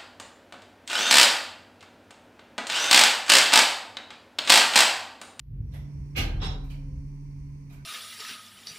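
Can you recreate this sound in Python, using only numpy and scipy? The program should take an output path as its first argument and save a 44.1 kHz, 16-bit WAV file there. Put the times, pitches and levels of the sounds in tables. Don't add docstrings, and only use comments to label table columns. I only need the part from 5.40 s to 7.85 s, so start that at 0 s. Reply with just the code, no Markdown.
import sys
import numpy as np
from scipy import signal
from scipy.fft import rfft, irfft
from scipy.io import wavfile
from scipy.ndimage import uniform_filter1d

SR = 44100
rng = np.random.default_rng(int(sys.argv[2]) if len(sys.argv) > 2 else 0)


def materialize(psi):
    bounded = np.clip(np.atleast_2d(psi).T, -1, 1)
    quanta = np.round(bounded * 32767).astype(np.int16)
    wavfile.write(sys.argv[1], SR, quanta)


N = 108045
T = np.arange(N) / SR
FREQS = np.maximum(np.fft.rfftfreq(N, 1 / SR), 1)


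def undb(db):
    return 10 ** (np.asarray(db) / 20)


def by_hz(table, hz=FREQS):
    table_hz, values = np.array(table).T
    return np.interp(np.log(hz), np.log(table_hz), values)


def by_time(table):
    return undb(np.interp(T, *np.array(table).T))


def decay(t, t60):
    return np.exp(-np.log(1000) * t / t60)


def build_up(t, build_s):
    return 1 - np.exp(-t / build_s)


def walk(rate):
    step = int(SR / rate)
    steps = np.repeat(rng.standard_normal(N // step + 1), step)
    smooth = uniform_filter1d(uniform_filter1d(steps, step), step)
    return 1.077 * smooth[:N]


def sides(hz):
    # f/Hz, left minus right/dB
    balance = [(60, -.1), (100, -.3), (145, -2.8), (230, 0.3), (450, 0.83), (1200, -.7), (2400, -3.5),
               (4400, -3.5), (6200, -10), (8500, -20), (11000, -14), (14500, -7)]
    gains = undb(np.array([[.5], [-.5]]) * by_hz(balance, hz))
    return gains / np.sqrt(np.mean(gains ** 2, axis=0))


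def field(db):
    # f/Hz, correlation (limited to -1..1 below)
    likeness = [(30, 0.99), (60, 1), (150, 0.99), (280, 0.93), (550, 0.45), (1000, 0.055), (2500, 0.02),
                (6000, -0.06)]
    mid, side = rfft(rng.standard_normal((2, N)))
    like = np.clip(by_hz(likeness), -1, 1)
    both = mid * np.sqrt(1 + like) + np.array([[1], [-1]]) * side * np.sqrt(1 - like)
    noise = irfft(both * undb(db) * sides(FREQS), N)
    return noise / noise.std()


def echo(db, t60s, build_s):
    spectrum = rfft(field(db))
    centres = 125 * 2. ** np.arange(8)
    out = 0
    for hz, share in zip(centres, np.eye(len(centres))):
        weight = np.interp(np.log(FREQS), np.log(centres), share)
        band = irfft(spectrum * weight, N)
        out = out + band * decay(T, by_hz(t60s, hz))
    return out * build_up(T, build_s)


def ring(modes, build_s, spread_hz, count=8):
    t = T[:int(.7 * SR)]
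    out = 0
    for hz, db, t60 in modes:
        near = hz + spread_hz * rng.uniform(-0.983, 1, (count, 1))
        phases = np.exp(2j * np.pi * rng.random((2, count)))
        cluster = (phases @ np.exp(2j * np.pi * near * t)).real
        envelope = decay(t, t60)
        power = np.average(cluster ** 2, axis=1, weights=envelope ** 2)
        cluster = cluster / np.sqrt(power)[:, None]
        out = out + sides([hz]) * undb(db) * cluster * envelope
    total = np.sqrt(sum(undb(db) ** 2 for _, db, _ in modes))
    return out * build_up(t, build_s) / total


def strike(response, blows):
    out = np.zeros((2, N))
    for s, db in blows:
        start = int(s * SR)
        part = response[:, :N - start]
        out[:, start:start + part.shape[1]] += undb(db) * part
    return out


def tone(hz, waver, flutter_db):
    phase = 2 * np.pi * np.cumsum(hz * (1 + waver * walk(10))) / SR
    return np.sqrt(2) * sides([hz]) * np.sin(phase) * undb(flutter_db * walk(16.18))


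def rumble():
    # t/s, level/dB
    levels = [(0, -54), (0.08, -45), (0.12, -32.5), (0.17, -39.5), (0.21, -30), (0.3, -39), (0.4, -37),
              (0.51, -46.5), (0.59, -33), (0.72, -48), (0.8, -32), (1.1, -33.5), (1.2, -41.5), (1.45, -44),
              (1.56, -35.5), (1.8, -59), (1.92, -45.5), (2.06, -42.5), (2.22, -51.5), (2.45, -50.5)]
    # f/Hz, relative level per Hz/dB
    colour = [(18, -73), (27, -29), (33, -21), (45, -4.5), (57, -4), (72, -5.5), (92, -12.5), (130, -11),
              (200, -31.5), (400, -53)]
    cut_above = 120 * (FREQS > colour[-1][0])
    return by_time(levels) * field(by_hz(colour) - cut_above)


def rush():
    # t/s, level/dB
    levels = [(0, -70), (0.09, -64.5), (0.14, -53), (0.3, -51), (0.5, -52), (0.72, -50.5), (1.3, -53),
              (1.9, -56.5), (2.45, -55)]
    # f/Hz, relative level per Hz/dB
    colour = [(70, -29), (130, 3.5), (210, -1), (290, -7.5), (350, -11.5), (420, -12.5), (600, -28.5),
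              (1000, -36.5), (2400, -36.5), (4000, -53.5)]
    return by_time(levels) * field(by_hz(colour))


def hum():
    # t/s, level/dB
    levels = [(0, -57), (0.18, -46), (0.45, -40), (0.9, -39.5), (1.4, -40.5), (1.8, -40), (2.1, -41),
              (2.45, -46.5)]
    hum_hz, waver, octave_db, left_lag_s = 143.1, 0.0031, -20.5, .0003
    octave = tone(2 * hum_hz, waver, flutter_db=0.0)
    left, right = tone(hum_hz, waver, flutter_db=-0.14) + undb(octave_db) * octave
    left = np.interp(T - left_lag_s, T, left)
    return by_time(levels) * np.array([left, right])


def drone():
    # t/s, level/dB
    levels = [(0, -80.5), (0.9, -58.5), (1.25, -52.5), (1.8, -56), (2.45, -59.5)]
    return by_time(levels) * tone(273.7, waver=0.0043, flutter_db=2.3)


def hiss():
    # f/Hz, relative level per Hz/dB
    colour = [(350, -78), (600, -10), (720, -21.5), (765, -15), (833, -7), (875, -1.5), (1010, 1),
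              (1340, -17.5), (2230, -4.5), (3340, -24.5), (4050, -23), (4310, -14), (5430, -13),
              (6520, -13.5), (7450, -25.5), (8840, -14), (11000, -37), (14300, -57), (22000, -120)]
    # f/Hz, height/dB
    resonances = [(4345, 9), (5260, 3.5), (5540, 3.5), (5970, 9), (6363, 6.5), (8597, 5.5), (8915, 4)]
    width_hz = 24
    level_db, start_s, full_s, idle_db = -67.5, 0.16, 0.33, -24.5
    peaks = sum(db / (1 + ((FREQS - hz) / width_hz) ** 2) for hz, db in resonances)
    swell = by_time([(start_s, idle_db), (full_s, 0)])
    return undb(level_db) * swell * field(by_hz(colour) + peaks)


def whine():
    # t/s, level/dB
    levels = [(0.18, -100), (0.27, -76.5), (0.6, -76), (1.4, -78), (2.45, -89)]
    centre_hz, width_hz = 5550, 70
    band_db = -20 * np.log10(1 + ((FREQS - centre_hz) / width_hz) ** 2)
    return by_time(levels) * field(band_db)


def ticks():
    # t/s, level/dB, tilt/dB per octave, three resonances f/Hz
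    events = [(0.316, -60.5, -.5, 3600, 4050, 5740), (0.334, -49.5, -0.99, 2000, 3440, 11600),
              (1.236, -59, 0.57, 2400, 3980, 14400), (1.297, -49.5, 0.98, 2360, 3030, 4480),
              (2.294, -56.5, 0.34, 1205, 2380, 3860), (2.320, -54.5, 2.5, 990, 1540, 2330)]
    # f/Hz, relative level per Hz/dB
    base_colour = [(200, -17), (650, 1.5), (1100, -8.5), (1450, -6), (2200, -7), (2650, -5), (3600, -12),
                   (4800, -11), (7500, -14), (12000, -13), (15500, -18)]
    # f/Hz, t60/s
    t60s = [(300, 1), (2500, .45), (13000, 0.25)]
    peak_db, width = 11.5, 0.065
    out = 0
    for s, db, tilt, *resonances in events:
        peaks = sum(peak_db / (1 + ((FREQS / hz - 1) / width) ** 2) for hz in resonances)
        colour = by_hz(base_colour) + tilt * np.log2(FREQS) + peaks
        out = out + strike(echo(colour, t60s, build_s=.007), [(s, db)])
    return out


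def impact(contacts, colour, t60s, build_s, crash_db, modes, ring_db, spread_hz):
    out = 0
    for s, db, edge_hz in contacts:
        crash = undb(crash_db) * strike(echo(by_hz(colour), t60s, build_s), [(s, db)])
        metal = undb(ring_db) * strike(ring(modes, build_s, spread_hz), [(s, db)])
        lowpass = signal.butter(2, min(edge_hz, SR / 2 - 1), fs=SR, output="sos")
        out = out + signal.sosfilt(lowpass, crash + metal)
    return out


def clunk():
    # t/s, relative level/dB, upper edge f/Hz
    contacts = [(0.749, -14, 3000), (0.755, -8.5, 6000), (0.763, -2.5, 15500), (0.772, -4.5, 15000)]
    # f/Hz, relative level per Hz/dB
    colour = [(150, -17.5), (280, -12), (420, -18), (490, -14), (570, -23), (780, -18.5), (1100, -28),
              (1230, -18.5), (1340, -25), (1600, -16), (1800, -21), (2200, -12), (2800, -11.5),
              (3800, -18.5), (5800, -22.5), (8800, -31), (13500, -20.5), (15500, -30)]
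    # f/Hz, t60/s
    t60s = [(200, 0.81), (800, 0.89), (2500, 0.34), (6000, 0.38), (14000, 0.14)]
    # f/Hz, relative level/dB, t60/s
    housing = [(778, -13, 0.64), (1219, -8.5, 0.33), (1614, -16.5, 1), (2050, -5, 0.24), (2167, -3.5, 0.32),
               (2272, -7, 0.18), (2526, 0.5, 0.18), (2414, -1.5, 0.12), (2840, -5.5, 0.31),
               (2830, -2, 0.28), (3100, -14, 0.56), (3420, -6.5, .3), (4093, -8, 0.46), (4340, -11, 0.48),
               (4463, -29, 0.47), (5805, -8.5, 0.23)]
    return impact(contacts, colour, t60s, build_s=.012, crash_db=-24,
                  modes=housing, ring_db=-25, spread_hz=20.3)


def boom():
    # t/s, relative level/dB
    jolts = [(0.771, 5), (0.939, -2)]
    # f/Hz, relative level/dB, t60/s
    cab = [(37.1, -1.5, 4.03), (61.14, -14, 2), (96, 6, 0.214), (219, -9.5, 0.45), (319.4, -11.5, 0.81),
           (443, -16, 0.23)]
    level_db, build_s = -31.5, 0.004
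    body = 0
    for hz, db, t60 in cab:
        body = body + sides([hz]) * undb(db) * np.sin(2 * np.pi * hz * T) * decay(T, t60)
    return undb(level_db) * strike(body * build_up(T, build_s), jolts)


def knock():
    # t/s, relative level/dB, upper edge f/Hz
    contacts = [(0.997, -7, 3560), (1.014, 4, 4500), (1.029, 1, 14200), (1.046, -6, 14000),
                (1.097, -9.5, 8000)]
    # f/Hz, relative level per Hz/dB
    colour = [(150, -7.5), (350, -26.5), (420, -17.5), (500, -24), (760, -25.5), (950, -21.5),
              (1200, -23.5), (1600, -24.5), (2150, -24), (2750, -25.5), (3800, -15.5), (4300, -27.5),
              (5300, -25), (5950, -37), (7200, -37), (7800, -51), (9500, -45.5), (15500, -58)]
    # f/Hz, t60/s
    t60s = [(200, 0.48), (800, 0.71), (2500, 0.26), (6000, 0.41), (14000, 0.36)]
    # f/Hz, relative level/dB, t60/s
    steel = [(451.7, -6, 0.44), (759, 1.5, 0.55), (2762, 2.5, 0.27), (3380, 5, 0.26), (3806, 0.5, 0.45),
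             (3950, -1.5, 0.61), (5340, 8.5, 0.25), (5460, 1, 0.25), (6300, -3, .25), (6730, -10, .25),
             (7220, -6.5, 0.21), (8290, -1.5, 0.17), (9770, -14, 0.25), (11900, -13, .22), (13150, -23, .2),
             (14200, -23, .17)]
    return impact(contacts, colour, t60s, build_s=.009, crash_db=-33,
                  modes=steel, ring_db=-37.5, spread_hz=25)


def singing():
    # t/s, level/dB
    levels = [(1.2, -88), (1.42, -71), (1.6, -71.5), (1.72, -92.5)]
    return by_time(levels) * tone(517, waver=0.0031, flutter_db=2.3)


def ping():
    # t/s, level/dB
    blows = [(2.36, -63.5)]
    # f/Hz, relative level/dB, t60/s
    mode = [(1515, 0, 0.84)]
    return strike(ring(mode, build_s=.007, spread_hz=9.8), blows)


def scene():
    ride = rumble() + rush()
    drive = hum() + drone() + hiss() + whine() + singing()
    blows = ticks() + clunk() + boom() + knock() + ping()
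    return ride + drive + blows


def record(dry):
    # f/Hz, relative level per Hz/dB
    colour = [(100, 17), (2500, 6), (5000, 0), (8500, -16), (11500, 3), (15500, 3.5)]
    noise_db, bass_hz, top_hz = -76, 24, 15550
    noise = irfft(rfft(rng.standard_normal((2, N))) * undb(by_hz(colour)), N)
    noisy = dry + undb(noise_db) * noise / noise.std()
    highpass = signal.butter(4, bass_hz, "high", fs=SR, output="sos")
    lowpass = signal.ellip(10, .2, 80, top_hz, fs=SR, output="sos")
    return signal.sosfilt(lowpass, signal.sosfilt(highpass, noisy))


dry = scene()
out = record(dry)
materialize(out)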